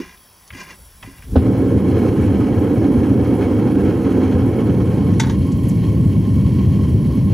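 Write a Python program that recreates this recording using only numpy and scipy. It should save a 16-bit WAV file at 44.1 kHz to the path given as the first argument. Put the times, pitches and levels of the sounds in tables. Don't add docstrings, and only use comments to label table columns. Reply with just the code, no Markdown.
import sys
import numpy as np
from scipy import signal
from scipy.fft import rfft, irfft, next_fast_len
from scipy.io import wavfile
from scipy.ndimage import uniform_filter1d

SR = 44100
rng = np.random.default_rng(int(sys.argv[2]) if len(sys.argv) > 2 else 0)


def ratio(d):
    e = np.asarray(d, float) / 20
    return 10 ** e


def waveform_to_disk(signal):
    frames = np.transpose(np.atleast_2d(signal))
    scaled = np.clip(frames, -1, 1) * 32767
    samples = np.round(scaled).astype(np.int16)
    wavfile.write(sys.argv[1], SR, samples)


N = 323253
T = np.arange(N) / SR

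# [f/Hz, level/dB per Hz]
OPEN_ROAR = [(15, -58), (25, -46), (97, 2), (146, -9), (259, -3), (329, -5.5), (482, -8), (642, -23.5),
             (777, -23.5), (1140, -31), (2220, -40.5), (3180, -43), (3750, -51), (7500, -59), (9750, -88),
             (16500, -120)]
SHUT_ROAR = [(15, -57), (25, -52), (86, -0.5), (190, -4), (265, -8), (612, -31), (690, -40), (1090, -35),
             (1250, -48.5), (2620, -48), (3180, -46), (3580, -55), (4230, -54), (7500, -62), (9750, -94),
             (16500, -120)]
# [f/Hz, width/Hz, lift/dB]; negative = echo dip
OPEN_CHAMBER = [(112, 15.7, 6), (194.6, 10.7, 7), (272.8, 72, 6.5), (654.6, 41, -9), (745, 105, 2.5),
                (1260, 150, 3.5), (1647, 290, 3)]
SHUT_CHAMBER = [(115, 22, 5.66), (188, 37, 3.4), (262, 6.7, 5.3), (1088, 42, 5.4), (1350, 24, 1.5),
                (1860, 174, 4.54), (2800, 39, 3), (4550, 70, 8.1)]
TUBE_MODES = [(1065.5, 19.5, 11), (1168, 48.6, -11), (2220, 89, 10), (3183, 212, 6), (3514, 435, -3),
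              (4173, 287, 7.5), (5073, 64, 7), (5610, 150, 5), (6360, 320, 8)]
# [t/s, open share 0-1]
MOUTH_OPEN = [
    (4.6, 1.),
    (4.85, 0.75),
    (5.05, 0.71),
    (5.2, 0.16),
    (5.36, 0.1),
]
# [t/s, level/dB]
DRAUGHT = [
    (1.4, -2),
    (1.75, -1.5),
    (2.2, 2),
    (2.8, -0.5),
    (4.2, 1.5),
    (4.6, 0),
    (5.6, -1),
    (6.2, -1),
    (6.7, -1),
]
ROAR_DB, KINDLE_DB_PER_S, KINDLE_DULL_DB = -13.5, 257.5, -2
STALL_S, STALL_DB, STALL_WIDTH_S = 1.405, -7, 0.0139

# [f/Hz, level/dB per Hz]
LAZY_TONE = [(20, -12), (45, 4), (70, 3), (120, -8), (200, -11), (400, -50)]
# [t/s, level/dB]
LAPS = [(.02, -51), (.535, -45), (.74, -46), (.81, -44), (.97, -49.5), (1.045, -41.5), (1.13, -51),
        (1.27, -42.5)]
LAP_DB, LAP_RISE_S, LAP_FALL_DB_PER_S, CREEP_DB_PER_S = -55, 0.022, 152.5, 152.5

# [f/Hz, level/dB, t60/s, rise/s]
CATCH_MODES = [(254.5, 0, 0.15, 0.018), (408, -2, 0.065, 0.011), (550, -13, 0.079, .006),
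               (745, -13.5, 0.079, .008), (1144, -18, 0.056, 0.0089), (1504, -18, 0.07, 0.015),
               (2060, -39, 0.052, .006), (3060, -36, 0.069, 0.0072), (4000, -39, 0.055, .006)]
# [f/Hz, t/s, peak level/dB, t60/s]
SURGE = [
    (81.5, 1.362, 3.5, 0.14),
    (92.3, 1.3, -24, 0.35),
]
CATCH_S, CATCH_DB, SPLASH_DB = 1.354, -1, -25.5

# [t/s, peak level/dB, brightness/dB per octave]
KNOCKS = [(4.982, -37, 6), (5.134, -29.5, -4), (5.197, -6.5, 0), (5.202, -14.5, 2), (5.212, -18, -7.5),
          (5.219, -24, 2.5), (5.229, -25.5, 3), (5.235, -18.5, -5.5), (5.245, -27, -4), (5.253, -31, -5),
          (5.268, -22, -5), (5.296, -18.5, -4), (5.305, -31, 6.5), (5.325, -30, -7)]
# [f/Hz, level/dB per Hz]
KNOCK_TONE = [(410, -40), (700, -13.5), (1880, -2), (2560, -9.5), (3350, -9.5), (4600, -7.5), (6800, -8.5),
              (8900, -16.5), (11900, -22), (13000, -48)]
# [f/Hz, width/Hz, lift/dB]
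SHELL = [(887, 155, 15), (1500, 220, 4), (2030, 430, 5), (3020, 370, 3), (3320, 250, 7), (3910, 250, 2.5),
         (5750, 330, 2.5), (6390, 600, 5)]
# [f/Hz, level/dB, t60/s]
STEEL = [(905, -2, 0.32), (1990, -16, 0.51), (2190, -13.5, 0.13), (3040, -24.5, 1.2), (3500, -7, 0.19),
         (3725, -6.5, .09), (3900, -13.5, 0.071), (4360, -14, .2), (4700, -15, .2), (5749, -10, .2),
         (4540, -14.5, 0.031), (5240, -33, 0.23), (5560, -34, 0.42), (5990, -18.5, 0.21)]
# [t/s, peak level/dB, centre f/Hz, length/s]
BRUSH = [
    (5.465, -38, 10300, 0.0215),
    (5.517, -33.5, 7000, 0.0198),
    (5.632, -36, 10000, .02),
    (5.683, -28, 11000, 0.0203),
    (5.691, -30.5, 7000, .02),
]
RATTLE_T60_S, RATTLE_LOSS_S_PER_DB = 0.071, 0.0088

# [start t/s, length/s, peak level/dB, place of peak 0-1]
STROKES = [
    (0, 0.16, -39, 0),
    (.525, .14, -34, 0.61),
    (0.661, 0.099, -37, 0.48),
    (1.025, 0.17, -44, 0),
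    (1.17, 0.099, -50, 0.7),
]
# [f/Hz, level/dB per Hz]
SCRAPE_TONE = [(500, -33), (800, -9), (1200, -10.5), (2200, -7.5), (3300, -17.5), (4300, -15),
               (5300, -19.5), (6300, -11.5), (7000, -25), (8000, -25), (11000, -45)]
SHAKE_TONE = [(100, -44), (170, 1), (370, -5.5), (600, -5.5), (1000, -36)]
# [f/Hz, width/Hz, lift/dB]
SLEEVE_MODES = [(1024, 100, 14.5), (1630, 90, 13.5), (1990, 170, 12.5), (2400, 73, 15), (2793, 140, 14),
                (3460, 120, 13), (4810, 31, 19.5), (5500, 96, 13.5)]
# [t/s, peak level/dB, centre f/Hz, t60/s]
TICKS = [(.173, -43, 3200, .03), (.477, -36.5, 6000, 0.042), (0.504, -24.5, 2200, 0.0394),
         (0.535, -31, 2300, 0.023), (1.027, -26, 2400, 0.047), (1.029, -39, 3800, 0.036),
         (1.031, -32.5, 970, 0.095), (1.183, -35.5, 2400, .03), (1.222, -33, 2140, .04)]
# [t/s, peak level/dB, f/Hz, t60/s]
THUDS = [(0, -17.5, 266.4, 0.081), (.004, -23, 335, 0.096), (0.53, -31.5, 112, 0.13), (.55, -34, 265, 0.11),
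         (.79, -46.5, 520, .05), (1.046, -28, 114, .12), (1.074, -29, 272, 0.16)]
STROKE_SAG_DB, LIFT_OFF_S = -12, 0.0156
RASP_HZ, RASP_FROM_DB = 3960, -36

# [f/Hz, level/dB per Hz]
HISS_TONE = [(5000, -34), (7000, -5.5), (8500, 3), (10000, -1.5), (11000, 1), (12200, -2), (13500, -2),
             (14600, -9.5), (15600, -7), (15900, -40)]
# [f/Hz, width/Hz, lift/dB]
ORIFICE = [(7900, 150, 1.5), (10000, 200, 4), (11480, 200, 6), (13400, 250, 2)]
WHISTLE = [(10935, 30, 11)]
HISS_DB, CHOKED_DB, OPENED_S, OPENING_S = -53.5, -4.5, 0.53, .03

# [f/Hz, level/dB per Hz]
GARDEN_TONE = [(88, -47), (150, -4.5), (990, -5.5), (3000, -11.5), (3310, -8), (4260, -16), (5490, -7.5),
               (5930, -9), (9650, -39), (10800, 0.5), (12400, -30.5), (13200, -40), (14200, -5.5),
               (15700, -12)]
# [f/Hz, width/Hz, lift/dB]
PILOT = [(1040, 48, 7.4), (3200, 135, 2.8), (4550, 138, 9.9), (5630, 120, 5.5), (10100, 250, 2.5),
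         (14650, 200, 4.6)]
HUSH_DB, DUCK_DB = -50.5, -2

# [f/Hz, phase/rad]
RIM = [(2400, 0), (3000, 0.057), (4200, 0.29), (5200, 0.13)], [(2400, 0), (3000, 0.71), (4200, .45),
       (5200, 0.073)]
LID_PORTS = [(2400, 0), (5600, 0)], [(2500, 0), (3900, 0.41), (5000, .35), (5800, 0)]
# [f/Hz, level/dB]
BALANCE_DB = [(30, 1.5), (120, 0.53), (400, -2.5), (730, -5.5), (900, -4), (1120, -6), (1350, -1),
              (1800, 1.5), (7400, 1), (7800, -0.5), (8200, 1)]
# [f/Hz, phase/rad]
LEAD = [(30, 0), (300, -.25), (1100, -.15), (1500, 0), (7500, 0), (7750, -.3), (8050, 2.1), (8600, 2.4),
        (10450, 0), (11500, 0), (12200, -1.3), (12500, -np.pi), (13800, -np.pi), (15250, -2 * np.pi)]
SCATTER_DB, SCATTER_HZ, SCATTER_T60_S = -25, 900, 0.054
RUMBLE_CUT_HZ, TOP_CUT_HZ = 34, 15800


def roar():
    mouth = np.clip(np.interp(T, *np.transpose(MOUTH_OPEN)), 0, 1)
    opened = ports(noise(OPEN_ROAR, OPEN_CHAMBER + TUBE_MODES, patchy_db=1.0), *RIM)
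    shut = noise(SHUT_ROAR, SHUT_CHAMBER + TUBE_MODES, patchy_db=0.8)
    body = mouth * opened + np.sqrt(1 - mouth ** 2) * shut

    bright = signal.filtfilt(*signal.butter(2, 800, "high", fs=SR), body)
    eddies = flicker(depth_db=1.5, hz=18.0) * flicker(depth_db=1.0, hz=149)
    draught = ratio(np.interp(T, *np.transpose(DRAUGHT)) + KINDLE_DULL_DB * (T < STALL_S))
    body = body + bright * (eddies * draught - 1)

    early = np.maximum(STALL_S - STALL_WIDTH_S - T, 0)
    stall = STALL_DB * np.exp(-((T - STALL_S) / STALL_WIDTH_S) ** 2)
    burning = ratio(ROAR_DB - KINDLE_DB_PER_S * early + stall)
    return body * flicker(depth_db=.5, hz=31.2) * burning


def lazy_flame():
    laps = 0
    for s, db in LAPS:
        fall = ratio(db - LAP_FALL_DB_PER_S * np.maximum(T - s, 0))
        laps = laps + fall * step(s - LAP_RISE_S, LAP_RISE_S / 2)
    creep = ratio(-20.5 - CREEP_DB_PER_S * np.maximum(CATCH_S - T, 0))
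    level = (ratio(LAP_DB) + laps + creep) * (1 - step(CATCH_S, .004))
    return noise(LAZY_TONE, [], patchy_db=1.5) * level


def catch():
    t = np.arange(9000) / SR
    out = np.zeros(N)
    for hz, db, t60, rise in CATCH_MODES:
        swell = ratio(db - 60 * t / t60) * np.sin(np.pi / 2 * np.minimum(t / rise, 1)) ** 2
        add(out, CATCH_S, ratio(CATCH_DB) * swell * np.sin(2 * np.pi * hz * t))
        add(out, CATCH_S, ratio(CATCH_DB + db + 3.0) * burst(hz, 0.2 * hz, t60, rise))
    for hz, s, db, t60 in SURGE:
        heave = ratio(db - 60 * t / t60) * np.sin(2 * np.pi * hz * t)
        add(out, s, heave * np.minimum(t / 0.011, 1))
    add(out, CATCH_S, ratio(SPLASH_DB) * burst(2000, 3000, 0.17, rise=0.0113))
    return out


def lid():
    t, hz = np.arange(8192) / SR, np.fft.rfftfreq(8192, 1 / SR)
    out = np.zeros(N)
    for s, db, tilt_db in KNOCKS:
        t60 = RATTLE_T60_S - RATTLE_LOSS_S_PER_DB * tilt_db
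        tilt = tilt_db * np.log2((hz + 1) / 3000)
        tone = ratio(read(KNOCK_TONE, hz) + lift(SHELL, hz) + tilt)
        crack = evened(irfft(rfft(rng.standard_normal(len(t))) * tone)) * ratio(-60 * t / t60)
        ring = 0
        for f, level_db, ring_t60 in STEEL:
            fade = ratio(level_db - 60 * t / min(ring_t60, .09))
            ring = ring + fade * np.sin(2 * np.pi * (f * t + rng.random()))
        add(out, s, ratio(db) * (0.37 * crack + ratio(-15.0) * ring) * np.minimum(t / 0.00215, 1))
    for s, db, hz_mid, length in BRUSH:
        add(out, s, ratio(db) * burst(hz_mid, 0.36 * hz_mid, 4 * length, rise=0.0052))
    return out


def sleeve():
    grit = noise(SCRAPE_TONE, SLEEVE_MODES, patchy_db=.8) * flicker(depth_db=1.8, hz=220)
    grit = grit + ratio(-6.0) * noise(SHAKE_TONE, [(173, 16, 9.4), (362, 30, 12)], patchy_db=0.0)
    pressure = sum(stroke(*row) for row in STROKES)
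    rasp = signal.lfilter(*signal.butter(2, RASP_HZ, "high", fs=SR), grit)
    out = pressure * (grit + rasp * (pressure / ratio(RASP_FROM_DB) - .4))
    for s, db, hz, t60 in TICKS:
        add(out, s, ratio(db) * burst(hz, 0.51 * hz, t60, rise=0.00082))
    t = np.arange(4096) / SR
    for s, db, hz, t60 in THUDS:
        ring = ratio(-60 * t / t60) * np.sin(2 * np.pi * hz * t) * np.minimum(t / 0.0018, 1)
        add(out, s, ratio(db) * (ring + 1.05 * burst(hz, .5 * hz, t60, rise=0.0087)))
    return out


def stroke(start, length, db, peak):
    u = (T - start) / length
    sag = np.interp(u, [0, np.clip(peak, .01, .99), 1], [1, 0, 1])
    return ratio(db + STROKE_SAG_DB * sag) * (u >= 0) * (1 - step(start + length, LIFT_OFF_S))


def jet():
    hiss = noise(HISS_TONE, ORIFICE + WHISTLE, patchy_db=1.7) * flicker(depth_db=1.6, hz=25)
    return hiss * ratio(HISS_DB + CHOKED_DB * (1 - step(OPENED_S, OPENING_S)))


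def garden():
    hush = noise(GARDEN_TONE, PILOT, patchy_db=1.8)
    return hush * ratio(HUSH_DB + DUCK_DB * step(CATCH_S, 0.028))


def scatter(x):
    t = np.arange(4096) / SR
    echoes = rng.standard_normal(4096) * ratio(-60 * t / SCATTER_T60_S)
    taps = signal.lfilter(*signal.butter(3, SCATTER_HZ, fs=SR), echoes)
    flat = taps / np.linalg.norm(taps) * np.sqrt(2 * SCATTER_HZ / SR)
    blur = signal.oaconvolve(x.mean(0), flat)[:N]
    return ratio(SCATTER_DB) * blur * np.array([[1], [-1]])


def ports(x, balance_db, lead):
    size = next_fast_len(N + 4096)
    hz = np.fft.rfftfreq(size, 1 / SR)
    port = ratio(read(balance_db, hz) / 2) * np.exp(.5j * read(lead, hz))
    return irfft(rfft(x, size) * np.array([port, 1 / port]), size)[:, :N]


def noise(tone, modes, patchy_db):
    hz = np.fft.rfftfreq(2048, 1 / SR)
    a, b, patches = rng.standard_normal((N // 512 + 5, 1025, 3)).T
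    patches = uniform_filter1d(patches, size=16, axis=0)
    patches = evened(uniform_filter1d(patches, size=6, axis=1))
    colour_db = (read(tone, hz) + lift(modes, hz))[:, None]
    z = (a + 1j * b) * ratio(colour_db + patchy_db * patches)
    return evened(signal.istft(z, nperseg=2048, noverlap=1536)[1][:N])


def flicker(depth_db, hz):
    pole = np.exp(-2 * np.pi * hz / SR)
    slow = signal.lfilter([1], [1, -pole], rng.standard_normal(N))
    slow = signal.lfilter([1], [1, -pole], slow)
    return evened(ratio(depth_db * evened(slow)))


def burst(hz, width, t60, rise):
    t = np.arange(4096) / SR
    band = np.exp(-((np.fft.rfftfreq(4096, 1 / SR) - hz) / width) ** 2)
    puff = evened(irfft(rfft(rng.standard_normal(len(t))) * band))
    return .5 * puff * ratio(-60 * t / t60) * np.minimum(t / rise, 1)


def step(s, width):
    return .5 + .5 * np.tanh((T - s) / width)


def evened(x):
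    return x / np.sqrt(np.mean(x ** 2) + 1e-20)


def read(points, hz):
    f, value = np.transpose(points)
    return np.interp(np.log(hz + 1), np.log(f + 1), value)


def lift(modes, hz):
    return sum(db / (1 + (2 * (hz - f) / width) ** 2) for f, width, db in modes)


def add(mix, s, sound):
    part = mix[..., round(s * SR):][..., :sound.shape[-1]]
    part += sound[..., :part.shape[-1]]


def scene():
    above_rim = catch() + sleeve() + jet() + garden() + ports(lid(), *LID_PORTS)
    near = roar() + lazy_flame() + ports(above_rim, *RIM)
    return near + scatter(near)


def band_limit(x):
    return signal.sosfilt(signal.butter(12, 16920, fs=SR, output="sos"), x)


def record(dry):
    cut = signal.lfilter(*signal.butter(2, RUMBLE_CUT_HZ, "high", fs=SR), dry)
    pair = np.tanh(ratio(0.13) * ports(cut, BALANCE_DB, LEAD))
    top = signal.firwin(801, TOP_CUT_HZ, window=("kaiser", 10), fs=SR)
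    return band_limit(signal.oaconvolve(pair, top[None], "same"))


dry = scene()
out = record(dry)
waveform_to_disk(out)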